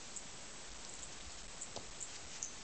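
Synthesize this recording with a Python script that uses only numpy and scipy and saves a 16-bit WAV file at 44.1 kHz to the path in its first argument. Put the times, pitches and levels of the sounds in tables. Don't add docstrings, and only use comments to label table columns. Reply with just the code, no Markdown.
import sys
import numpy as np
from scipy import signal
from scipy.fft import rfft, irfft
from scipy.io import wavfile

SR = 44100
rng = np.random.default_rng(int(sys.argv[2]) if len(sys.argv) > 2 else 0)


def natural_amplitude(level_db):
    exponent = np.asarray(level_db, float) / 20
    return 10 ** exponent


def dump_mix(stems):
    frames = np.atleast_2d(stems).T
    limited = np.clip(frames, -1, 1)
    pcm = np.round(limited * 32767).astype(np.int16)
    wavfile.write(sys.argv[1], SR, pcm)


N = 115983
T = np.arange(N) / SR
RECORDER_HZ = 16000


def rms_one(x):
    return x / np.sqrt(np.mean(x ** 2) + 1e-20)


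def drift(rate_hz):
    knots = rng.standard_normal(200)
    return np.interp(T * rate_hz, np.arange(200), knots)


def coloured(x, spectrum):
    hz, db = np.transpose(spectrum)
    f = np.maximum(np.fft.rfftfreq(N, 1 / SR), 1)
    gain = natural_amplitude(np.interp(np.log(f), np.log(hz), db))
    in_band = (f > 12) * (f < RECORDER_HZ / 2)
    return rms_one(irfft(rfft(x) * gain * in_band, N))


def sine(hz):
    return np.sqrt(2) * np.sin(2 * np.pi * hz * T)


def room_tone():
    # hz, level_db (per Hz)
    tone_colour = [(20, 8.5), (45, 10.5), (62, 0.5), (110, 5), (800, 0.5), (1600, -4.5), (5200, -5),
                   (7600, 1)]
    level_db = -57 + 1.0 * drift(14)
    noise = natural_amplitude(level_db) * coloured(rng.standard_normal(N), tone_colour)

    frames_per_s = 29.5
    turn = np.pi * frames_per_s * T
    flip = rms_one(np.cos(turn) - natural_amplitude(-7) * np.cos(3 * turn))
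    whine = natural_amplitude(-63.5) * flip * sine(7692.3)
    hum = natural_amplitude(-77.5) * sine(200)
    return noise + whine + hum


def hand_bumps():
    # crest_s, peak_db, pitch_hz
    shifts = [(.699, -53, 42.8), (.741, -56.5, 43.7), (0.801, -59.5, 45.8), (1.014, -51.5, 54.2),
              (1.065, -57.5, 48.6), (1.194, -55.5, 28.55), (1.241, -61, 43), (1.276, -48, 61.4),
              (1.367, -57.5, 48.5), (1.427, -54, 35.9), (1.473, -56, 38.1), (1.786, -50.5, 95.4),
              (1.86, -59, 55.2), (1.907, -51.5, 31.7), (1.944, -62.5, 39.1), (2.235, -60.5, 71.4),
              (2.262, -56, 66.4)]
    half_width_cycles = 0.9
    out = np.zeros(N)
    for crest_s, db, hz in shifts:
        t = T - crest_s
        envelope = np.exp(-(t * hz / half_width_cycles) ** 2)
        out += natural_amplitude(db) * envelope * np.cos(2 * np.pi * hz * t)
    return out


def swishes():
    # start_s, swell_s, fade_s, level_db
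    strokes = [
        (1.109, 0.02, 0.0094, -52),
        (1.247, 0.018, 0.025, -55.5),
        (1.315, 0.0072, .03, -55.5),
        (1.373, 0.01, 0.048, -53),
        (2.041, .07, 0.035, -54.5),
        (2.119, .045, 0.0062, -48.5),
        (2.288, 0.069, .055, -50),
    ]
    # hz, level_db (per Hz)
    fibre_colour = [(800, -14), (2000, -3.5), (4000, -3), (6000, 0), (7600, -1)]
    fibres_per_s, spread_db = 7000, 2.5
    level = np.zeros(N)
    for start_s, swell_s, fade_s, db in strokes:
        crest_s = start_s + swell_s
        level += natural_amplitude(db) * np.interp(T, [start_s, crest_s, crest_s + fade_s], [0, 1, 0])
    clicks = rng.random(N) < fibres_per_s / SR
    strength = natural_amplitude(spread_db * np.minimum(rng.exponential(1, N), 3.0))
    fibres = clicks * strength * rng.choice([-1, 1], N)
    return level * coloured(fibres, fibre_colour)


def contact_swell(crest_s, rise_s, fall_s):
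    near = slice(int((crest_s - .01) * SR), int((crest_s + .02) * SR))
    t = T[near] - crest_s
    return near, t, np.exp(-(t / np.where(t < 0, rise_s, fall_s)) ** 2)


def add_tap(out, crest_s, db, hz, rise_s, fall_s):
    near, t, shape = contact_swell(crest_s, rise_s, fall_s)
    out[near] += natural_amplitude(db) * shape * np.cos(2 * np.pi * hz * t)


def basket_knocks():
    # crest_s, peak_db, pitch_hz
    paw_hits = [
        (0.2581, -47.5, 200),
        (1.7643, -35.5, 530),
        (1.7676, -40, 900),
        (1.7747, -32, 709),
        (1.7764, -43.5, 217),
        (1.8049, -50, 303),
    ]
    rise_cycles, fall_cycles = .6, .65
    out = np.zeros(N)
    for crest_s, db, hz in paw_hits:
        add_tap(out, crest_s, db, hz, rise_cycles / hz, fall_cycles / hz)
    return out


def claw_snaps():
    # crest_s, peak_db, pitch_hz
    catches = [(0.2706, -49.5, 3420), (0.7176, -38.5, 5050), (0.8498, -35, 5640), (0.9914, -40.5, 6080),
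               (0.9963, -40, 6160), (1.0306, -42, 3330), (1.2098, -40, 3530), (1.2968, -39, 3950),
               (1.306, -41.5, 5500), (1.663, -43.5, 6040), (1.7631, -29, 5690), (1.7653, -35, 4690),
               (1.7685, -36.5, 4010), (1.774, -44.5, 2850), (1.799, -42.5, 5960), (2.316, -41.5, 4500)]
    rise_s, fall_s, octaves = 0.00033, 0.001, .6
    out, noise = np.zeros(N), rng.standard_normal(N)
    for crest_s, db, hz in catches:
        near, _, shape = contact_swell(crest_s, rise_s, fall_s)
        edges_hz = [hz / 2 ** octaves, hz * 2 ** (octaves / 2)]
        band = signal.butter(2, edges_hz, "band", fs=SR, output="sos")
        burst = shape * signal.sosfilt(band, noise[near])
        out[near] += natural_amplitude(db) * burst / np.abs(burst).max()
    return out


def ring(clicks, hz, t60_s):
    r, w = natural_amplitude(-60 / (t60_s * SR)), 2 * np.pi * hz / SR
    return signal.lfilter([0, np.sin(w)], [1, -2 * r * np.cos(w), r * r], clicks + 1e-18)


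def bell(strikes, modes):
    rise_s, fall_s = .00035, .00065
    lift_db, sharpening = -.4, 1.012
    start_s, db, hz = np.transpose(strikes)
    chance = rng.standard_normal((len(start_s), len(modes)))
    out = np.zeros(N)
    for tick_s, tick_db, tick_hz in zip(start_s, db + lift_db, hz * sharpening):
        add_tap(out, tick_s, tick_db, tick_hz, rise_s, fall_s)
    for k, (mode_hz, mode_db, t60_s) in enumerate(modes):
        clicks = np.zeros(N)
        clicks[(start_s * SR).astype(int)] = natural_amplitude(db + mode_db + 2.5 * chance[:, k])
        out += ring(clicks, mode_hz, t60_s)
    return out


def low_bell():
    # crest_s, peak_db, pitch_hz
    pellet_hits = [(2.4212, -39, 6300), (2.4237, -41, 6390), (2.4283, -22, 6550), (2.4315, -33, 6460),
                   (2.4376, -40, 6540), (2.4394, -42, 6330), (2.4412, -38, 6360), (2.4434, -40, 6400),
                   (2.448, -30, 6570), (2.4607, -40, 6510)]
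    # pitch_hz, level_db, t60_s
    tuning = [(6030, -32, .3), (6110, -32, .25), (6180, -30, .35), (6250, -30, .3), (6337, -31, .3),
              (6830, -23, .025), (7050, -24, .02)]
    return bell(pellet_hits, tuning)


def high_bell():
    # crest_s, peak_db, pitch_hz
    pellet_hits = [(0.1634, -33, 7230), (0.1655, -40, 7170), (0.1671, -29, 7610), (0.1731, -31, 7100),
                   (0.1749, -39, 7330), (0.8928, -37, 7620), (0.8967, -36, 7580), (0.9386, -35, 7480),
                   (0.953, -40, 7310), (0.9943, -41, 7470), (1.024, -40, 6910), (1.0301, -38, 7080),
                   (1.034, -34, 7420), (1.0391, -37, 7410), (1.3208, -41, 7540), (1.5817, -41, 7530),
                   (1.6137, -35, 7250), (1.6179, -37, 7350), (1.6211, -30, 7370), (1.6248, -33, 7550),
                   (1.6309, -37, 7300), (1.633, -34, 7230), (2.0065, -37, 7100), (2.0119, -33, 7300),
                   (2.0155, -39, 7000), (2.0265, -28, 7440), (2.0301, -33, 7340), (2.0345, -40, 7150)]
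    # pitch_hz, level_db, t60_s
    tuning = [(7180, -25.5, .1), (7260, -25, 0.13), (7462, -23.5, .14), (7652, -22, .14), (7865, -20.5, .1),
              (7920, -23, .08)]
    return bell(pellet_hits, tuning)


def room(x):
    t60_s, level_db, first_reflection_s = 0.23, -12, .004
    t = T[:SR // 2]
    tail = rng.standard_normal(len(t)) * natural_amplitude(-60 * t / t60_s) * (t > first_reflection_s)
    return natural_amplitude(level_db) * signal.fftconvolve(x, tail / np.sqrt(np.sum(tail ** 2)))[:N]


def scene():
    play = swishes() + basket_knocks() + claw_snaps() + low_bell() + high_bell()
    mono = room_tone() + hand_bumps() + room(play) + play
    return np.array([mono, mono])


def band_limit(x):
    return signal.sosfilt(signal.butter(12, 9140, fs=SR, output="sos"), x)


def record(dry):
    step, bias_steps = np.sqrt(2) / 256, .07
    slow = signal.resample(dry[0], N * RECORDER_HZ // SR)
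    stepped = step * np.floor(slow / step + bias_steps)
    back = signal.resample_poly(stepped, 441, 160, window=("kaiser", 3.83), padtype="edge")[:N]
    return band_limit(np.array([back, back]))


dry = scene()
out = record(dry)
dump_mix(out)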